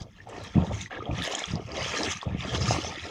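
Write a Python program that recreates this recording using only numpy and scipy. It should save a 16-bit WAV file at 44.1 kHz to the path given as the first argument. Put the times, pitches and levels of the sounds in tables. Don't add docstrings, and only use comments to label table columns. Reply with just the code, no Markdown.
import sys
import numpy as np
from scipy import signal
from scipy.fft import rfft, irfft, next_fast_len
from scipy.io import wavfile
from scipy.ndimage import uniform_filter1d, map_coordinates

SR = 44100
rng = np.random.default_rng(int(sys.argv[2]) if len(sys.argv) > 2 else 0)


def waveform_to_disk(signal):
    frames = np.transpose(np.atleast_2d(signal))
    scaled = np.clip(frames, -1, 1) * 32767
    samples = np.round(scaled).astype(np.int16)
    wavfile.write(sys.argv[1], SR, samples)


def attenuation_scalar(level_db):
    decades = np.asarray(level_db, float) / 20
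    return 10 ** decades


N = 136710

# (start [s], crest [s], end [s], strength [dB])
SHOVES = [(-.03, .015, 0.17755, -47), (.1, .2, 0.3257, -50.5), (.24, .43, 0.916, -43.5),
          (.545, .57, 0.77564, -25.5), (.62, .73, 0.89972, -34.5), (.95, 1.06, 1.15, -40),
          (1.07, 1.13, 1.267, -29.5), (1.46, 1.54, 1.64, -33), (1.6, 1.84, 1.97, -39),
          (2.0, 2.04, 2.2016, -36), (2.255, 2.3, 2.4453, -29.5), (2.42, 2.5, 2.6, -32.5),
          (2.53, 2.68, 2.8, -27.5), (2.8, 2.87, 2.97, -36.5), (2.96, 3.04, 3.14, -46)]
# (time [s], peak level [dB], pitch [Hz])
THUMPS = [
    (0.012, -25.5, 78.86),
    (0.555, -12, 152.5),
    (0.5655, -11, 190),
    (0.578, -7.5, 146.4),
    (1.09, -19.5, 119.4),
    (1.534, -17.5, 140.9),
    (1.553, -26, 127.5),
    (2.265, -19, 106),
    (2.346, -18, 174),
    (2.76, -25.5, 89.87),
]
# (frequency [Hz], level [dB per Hz])
SHOVE_COLOUR = [(15, -63), (25, -12.5), (60, 0), (92, 3.5), (170, -5.5), (260, -13), (520, -26),
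                (1100, -120)]


def surge():
    lumps = swarm(count=500, lo_hz=51.589, hi_hz=371.16, turns=0.833, rise=0.11113, spread_db=1.5, size=2400)
    rush = filtered(rng.standard_normal(N), lambda f: 4.525 * (f < 500))
    body = coloured(lumps + 0.4726 * rush, SHOVE_COLOUR)
    lumpy = attenuation_scalar(1.056 * wobble(26))
    thumps = typed(THUMPS, trim_db=1.5, turns=0.4478, rise=0.009, soft=0.0801, size=2400)
    return swells(SHOVES) * lumpy * body - thumps


# (start [s], crest [s], end [s], strength [dB])
CHURN = [(-.03, .01, 0.09629, -48), (.16, .22, 0.424, -57), (.26, .37, 0.52557, -41),
         (.54, .6, 0.66982, -34.5), (.66, .72, .8, -39.5), (.9, .99, 0.9903, -39.5),
         (1.03, 1.11, 1.2826, -39), (1.2, 1.34, 1.5, -41), (1.51, 1.55, 1.646, -39),
         (1.66, 1.8, 1.856, -35.5), (1.85, 2.04, 2.118, -33), (2.22, 2.27, 2.4078, -43),
         (2.4, 2.58, 2.67, -38.5), (2.62, 2.76, 2.818, -33), (2.8, 2.9, 2.98, -39), (3.02, 3.07, 3.17, -44)]
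# (time [s], peak level [dB], pitch [Hz])
GULPS = [(.413, -33.5, 91.49), (.598, -21.5, 172.2), (.612, -20.5, 150.8), (.634, -23.5, 479.4),
         (.72, -28, 110), (.988, -29.5, 354.8), (1.022, -26, 401.4), (1.061, -28.5, 481.2),
         (1.093, -26, 304.4), (1.108, -24.5, 111.5), (1.148, -29, 124.7), (1.175, -28, 160.4),
         (1.2, -28.5, 258.4), (1.595, -25, 390), (1.649, -31.5, 110.5), (1.79, -31.5, 697.8),
         (1.066, -30, 748.7), (1.859, -26, 496), (1.95, -27, 498.6), (1.999, -25, 293),
         (2.255, -31.5, 473.3), (2.275, -27.5, 680.2), (2.385, -27, 112.8), (2.477, -28, 240.9),
         (2.527, -23.5, 109.5), (2.544, -22.5, 357.6), (2.581, -22, 452), (2.608, -25, 127.2),
         (2.688, -21.5, 101.1), (2.783, -21.5, 325), (2.973, -32, 325.1)]
# (time [s], peak level [dB], pitch [Hz], life [cycles])
GLUGS = [(0.065, -39.5, 541.1, 2.165), (0.27, -32.5, 738.2, 5.15), (0.379, -28, 356.3, 1.757),
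         (0.621, -22.5, 604.3, 1.491), (0.709, -23, 527.5, 3.021), (0.912, -31, 691.8, 5.625),
         (1.275, -20, 565.5, 1.537), (1.334, -19, 667.5, 1.647), (1.418, -23, 652.8, 1.224),
         (2.044, -26.5, 410.7, 1.6077), (2.074, -22, 332.6, 1.705), (2.228, -22, 934.2, 2.14),
         (2.707, -9, 615.4, 1.0988), (2.845, -22.5, 613, 1.756)]
# (frequency [Hz], level [dB per Hz])
CHURN_COLOUR = [(120, -55.5), (200, -8), (300, -5), (431, 1), (700, -2), (1500, -17), (1950, -42),
                (3300, -120)]


def churn():
    small = swarm(count=2000, lo_hz=229.97, hi_hz=1486.6, turns=2.8644, rise=0.0907, spread_db=5.0, size=1200)
    gurgle = coloured(small + 2.5 * rng.standard_normal(N), CHURN_COLOUR)
    body = patchy(gurgle, patchy_db=2.2, wide=2, long=14)
    lumpy = attenuation_scalar(1.3 * wobble(28))
    gulps = typed(GULPS, trim_db=-1.5, turns=1.9304, rise=0.04372, soft=0.2413, size=3000)
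    glug_life = np.array(GLUGS)[:, 3]
    glugs = typed(GLUGS, trim_db=-2.5, turns=glug_life, rise=0.10733, soft=0.1619, size=1600)
    return swells(CHURN) * lumpy * body + gulps + glugs


# (start [s], crest [s], end [s], flow [dB], extra level of the fine spray [dB])
RUNOFF = [(-.03, 0.029, 0.03753, -49, 5), (0.006, 0.221, 0.26338, -61.5, 2.5),
          (0.261, 0.448, 0.52016, -46, 1), (0.488, 0.613, 0.69864, -46.5, -3.5),
          (0.63, 0.783, 0.88642, -43, 5.5), (0.898, 0.961, 1.0112, -37.5, -15), (0.977, 1.047, 1, -51, -8),
          (1.108, 1.245, 1.33, -35, -1.5), (1.208, 1.347, 1.5615, -37, 2.5), (1.562, 1.736, 1.8, -49.5, 1),
          (1.733, 1.843, 1.98, -34.5, 2.5), (1.857, 1.992, 2.2, -33.5, 5.5), (2.201, 2.231, 2.255, -43, 1),
          (2.24, 2.362, 2.423, -56, -1), (2.373, 2.559, 2.57, -35, -1), (2.514, 2.747, 2.9, -33.5, 5),
          (2.803, 2.93, 3.3321, -40, -1)]
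# (frequency [Hz], level [dB per Hz])
SPRAY_COLOUR = [(530, -14), (1000, -0.5), (2020, 0.5), (3300, -0.5), (6600, -11.5), (8200, -25),
                (10400, -33.5), (12200, -54.5), (16000, -41)]
SPLIT_HZ = 4006.6


def runoff():
    drops = swarm(count=4500, lo_hz=1025.1, hi_hz=8000, turns=8.72, rise=0.03033, spread_db=3.5, size=500)
    crackle = swarm(count=4000, lo_hz=1647.7, hi_hz=14598, turns=1.889, rise=0.04374, spread_db=3.5, size=150)
    mix = drops + 0.7452 * crackle + 0.8121 * rng.standard_normal(N)
    spray = patchy(coloured(mix, SPRAY_COLOUR), patchy_db=2.456, wide=3, long=26)
    coarse = filtered(spray, lambda f: 1 / (1 + (f / SPLIT_HZ) ** 10))
    fine_db = np.array(RUNOFF)[:, 4:]
    fine = swells(RUNOFF, fine_db) * attenuation_scalar(1.7286 * wobble(40.09)) * (spray - coarse)
    lumpy = attenuation_scalar(1.8 * wobble(34))
    return mirrored(lumpy * (swells(RUNOFF) * coarse + fine))


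# (time [s], half length [s], pitch [Hz], depth [dB])
HOLLOWS = [
    (0.719, 0.1109, 4953, -6),
    (0.841, 0.0676, 1211, -12),
    (1.667, 0.05087, 3758, -11),
    (1.64, 0.03793, 1825, -9.5),
    (2.106, 0.05185, 4941, -8),
    (2.83, 0.080364, 1601, -7),
]


def mirrored(x):
    hz, t, z = signal.stft(x, SR, nperseg=512)
    cut_db = 0
    for s, half, mid, db in HOLLOWS:
        width = 0.1483 * mid
        cut_db = cut_db + db * np.exp(-((t - s) / half) ** 2 - ((hz[:, None] - mid) / width) ** 2)
    return signal.istft(z * attenuation_scalar(cut_db), SR, nperseg=512)[1][:N]


# (time [s], peak level [dB], pitch [Hz])
DRIPS = [(0.1837, -41.5, 1705), (0.2009, -33.5, 1784), (0.3411, -40, 1785), (0.8091, -21, 3584),
         (0.8584, -27, 1922), (0.9064, -27.5, 1570), (0.9682, -22.5, 1606), (1.054, -27.5, 3173),
         (1.11, -28.5, 2413), (1.3478, -16.5, 3201), (1.4222, -34.5, 2062), (1.4382, -14, 3282),
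         (1.768, -23.5, 3756), (1.8077, -21, 2044), (2.2128, -22.5, 3408), (2.4053, -20.5, 3507),
         (2.8148, -23, 2923), (2.957, -23, 3463), (3.0373, -26.5, 1897),
         (0.6658, -30.5, 3631),
    (0.9246, -27, 1717),
    (0.9445, -27.5, 1621),
    (0.9614, -37.5, 2213),
    (0.9692, -28.5, 1709),
    (1.0029, -28, 1219),
    (1.0182, -30.5, 1235),
    (1.8356, -24.5, 2845),
         (1.0245, -44.5, 5382),
    (1.516, -25, 4763),
    (1.6155, -44, 5618),
    (1.6891, -39, 5257),
    (1.717, -24, 4688),
    (1.7666, -28.5, 6244),
    (2.6278, -19.5, 5205),
]


def drips():
    return typed(DRIPS, trim_db=-5.0, turns=6.759, rise=0.01856, soft=0.7903, size=700)


# (time [s], peak level [dB], pitch [Hz])
SPATS = [(.0184, -37, 5742), (.2887, -42.5, 8000), (.2954, -42.5, 7057), (.4364, -39.5, 7807),
         (.8144, -29.5, 6603), (1.2206, -20, 3623), (1.2494, -26.5, 5009), (1.3503, -17.5, 6807),
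         (1.3912, -23, 6728), (1.4556, -29.5, 6124), (1.5544, -27.5, 4759), (2.0318, -17, 4959),
         (2.2214, -35, 4418), (2.394, -48.5, 7001)]


def spats():
    bursts = typed(SPATS, trim_db=3, turns=2.395, rise=0.02, soft=0.5913, size=300)
    top_hz = 9040
    return filtered(bursts, lambda f: 0.05 + 1 / (1 + (f / top_hz) ** 6))


# (time [s], peak level [dB])
TICKS = [(0.2887, -48), (0.4349, -41.5), (1.1508, -53), (1.2231, -34.5), (1.2366, -26.5), (1.2564, -40.5),
         (1.2735, -34.5), (1.2955, -39), (1.3194, -37), (1.4716, -44.5), (1.6207, -61.5), (1.6621, -54.5),
         (1.7434, -57.5), (1.8163, -46), (1.8457, -48), (1.922, -42), (1.9495, -41), (2.1151, -46),
         (2.3945, -50), (2.5262, -41.5), (2.8155, -44.5), (2.8394, -46), (2.9547, -60)]


def ticks():
    low_hz, top_hz, above_top_db = 6000, 11034, -22
    t60_s, onset_s = 0.02659, 0.0015
    s, db = np.transpose(TICKS)
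    k = np.arange(SR // 50)
    fade = attenuation_scalar(db[:, None] - 0.5 - 60 * k / SR / t60_s)
    onset = 1 - np.exp(-k / SR / onset_s)
    puffs = fade * onset * rng.standard_normal((len(s), len(k)))
    at = np.round(s * SR).astype(int)[:, None] + k
    x = np.bincount(at.ravel(), puffs.ravel(), N + SR)[:N]

    def bright(f):
        top = attenuation_scalar(above_top_db) + 1 / (1 + (f / top_hz) ** 14)
        return top / (1 + (low_hz / (f + 1)) ** 4)
    return filtered(x, bright)


def scattered(water):
    t60_s, level_db = 0.08166, -8
    k = np.arange(SR // 4)
    tail = rng.standard_normal(len(k)) * attenuation_scalar(-60 * k / SR / t60_s)
    return attenuation_scalar(level_db) * signal.fftconvolve(water, tail / np.linalg.norm(tail))[:N]


# (frequency [Hz], level [dB per Hz])
AIR_COLOUR = [(18, -63.5), (30, 8.5), (93, -20), (1760, -44), (16000, -52)]


def open_air():
    return attenuation_scalar(-56) * coloured(rng.standard_normal(N), AIR_COLOUR)


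def unit(x):
    return x / np.sqrt(np.mean(x ** 2) + 1e-20)


def wobble(rate):
    knots = rng.standard_normal(int(N * rate / SR) + 4)
    return map_coordinates(knots, [np.arange(N) * rate / SR])


def swells(rows, extra_db=0):
    start, crest, end, db = np.transpose(rows)[:4, :, None]
    t = np.arange(N) / SR
    swell = np.clip((t - start) / (crest - start), 0, 1) ** 0.52684
    ebb = np.clip((end - t) / (end - crest), 0, 1) ** 0.58004
    shape = np.where(t < crest, swell, ebb)
    return np.sqrt(np.sum((shape * attenuation_scalar(db + extra_db)) ** 2, axis=0))


def filtered(x, response):
    m = next_fast_len(N + 8192)
    return irfft(rfft(x, m) * response(np.fft.rfftfreq(m, 1 / SR)), m)[:N]


def coloured(x, points):
    hz, p = signal.welch(x, SR, nperseg=2048)
    p = uniform_filter1d(p, size=5) + 1e-4 * p.max()
    f, v = np.transpose(points)

    def response(q):
        wanted = attenuation_scalar(np.interp(np.log(q + 1), np.log(f + 1), v))
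        return wanted / np.sqrt(np.interp(q, hz, p))
    return unit(filtered(x, response))


def patchy(x, patchy_db, wide, long):
    z = signal.stft(x, nperseg=256)[2]
    field = uniform_filter1d(rng.standard_normal(z.shape), wide, 0)
    field = uniform_filter1d(field, long, 1)
    return unit(signal.istft(z * attenuation_scalar(patchy_db * unit(field)), nperseg=256)[1][:N])


def bubbles(s, gain, hz, turns, rise, soft, size):
    u = np.arange(size) / SR * hz[:, None]
    life = np.abs(turns * np.ones_like(hz))[:, None] + .1
    climb = 1 + rise * np.minimum(u / life, 3) / 2
    wave = np.sin(2 * np.pi * u * climb) * np.exp(-u / life) * (1 - np.exp(-u / abs(soft)))
    wave *= np.minimum(1, (size - np.arange(size)) / (size / 4))
    wave *= (gain / np.abs(wave).max(1))[:, None]
    at = np.round(s * SR).astype(int)[:, None] + np.arange(size)
    return np.bincount(at.ravel(), wave.ravel(), N + size + SR)[:N]


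def swarm(count, lo_hz, hi_hz, turns, rise, spread_db, size):
    when, pitch, rarity, life, sign = rng.random((5, count))
    gain = attenuation_scalar(-spread_db * np.log(rarity * .98 + .02)) * np.sign(sign - .5)
    hz = lo_hz * (hi_hz / lo_hz) ** pitch
    return unit(bubbles(when * N / SR, gain, hz, turns * 4 ** (life - .5), rise, 0.5453, size))


def typed(rows, trim_db, turns, rise, soft, size):
    lag_s = 0.001528
    s, db, hz = np.transpose(rows)[:3]
    return bubbles(s + lag_s, attenuation_scalar(db + trim_db), hz, turns, rise, soft, size)


def scene():
    water = surge() + churn() + runoff() + drips() + spats() + ticks()
    return (water + scattered(water) + open_air())[None]


def roll_off(x):
    return signal.sosfilt(signal.butter(12, 15830, fs=SR, output="sos"), x)


# (frequency [Hz], width [Hz], gain [dB])
PORT_NOTCHES = [(1501.6, 125.96, -3), (4291.2, 451.5, -4), (6264.4, 232.9, 2.5)]


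def record(dry):
    mic_low_hz = 53.71

    def microphone(f):
        port_db = sum(db / (1 + ((f - hz) / wide) ** 2) for hz, wide, db in PORT_NOTCHES)
        return attenuation_scalar(port_db) * (1j * f / (mic_low_hz + 1j * f)) ** 2
    return roll_off(filtered(dry[0], microphone)[None])


dry = scene()
out = record(dry)
waveform_to_disk(out)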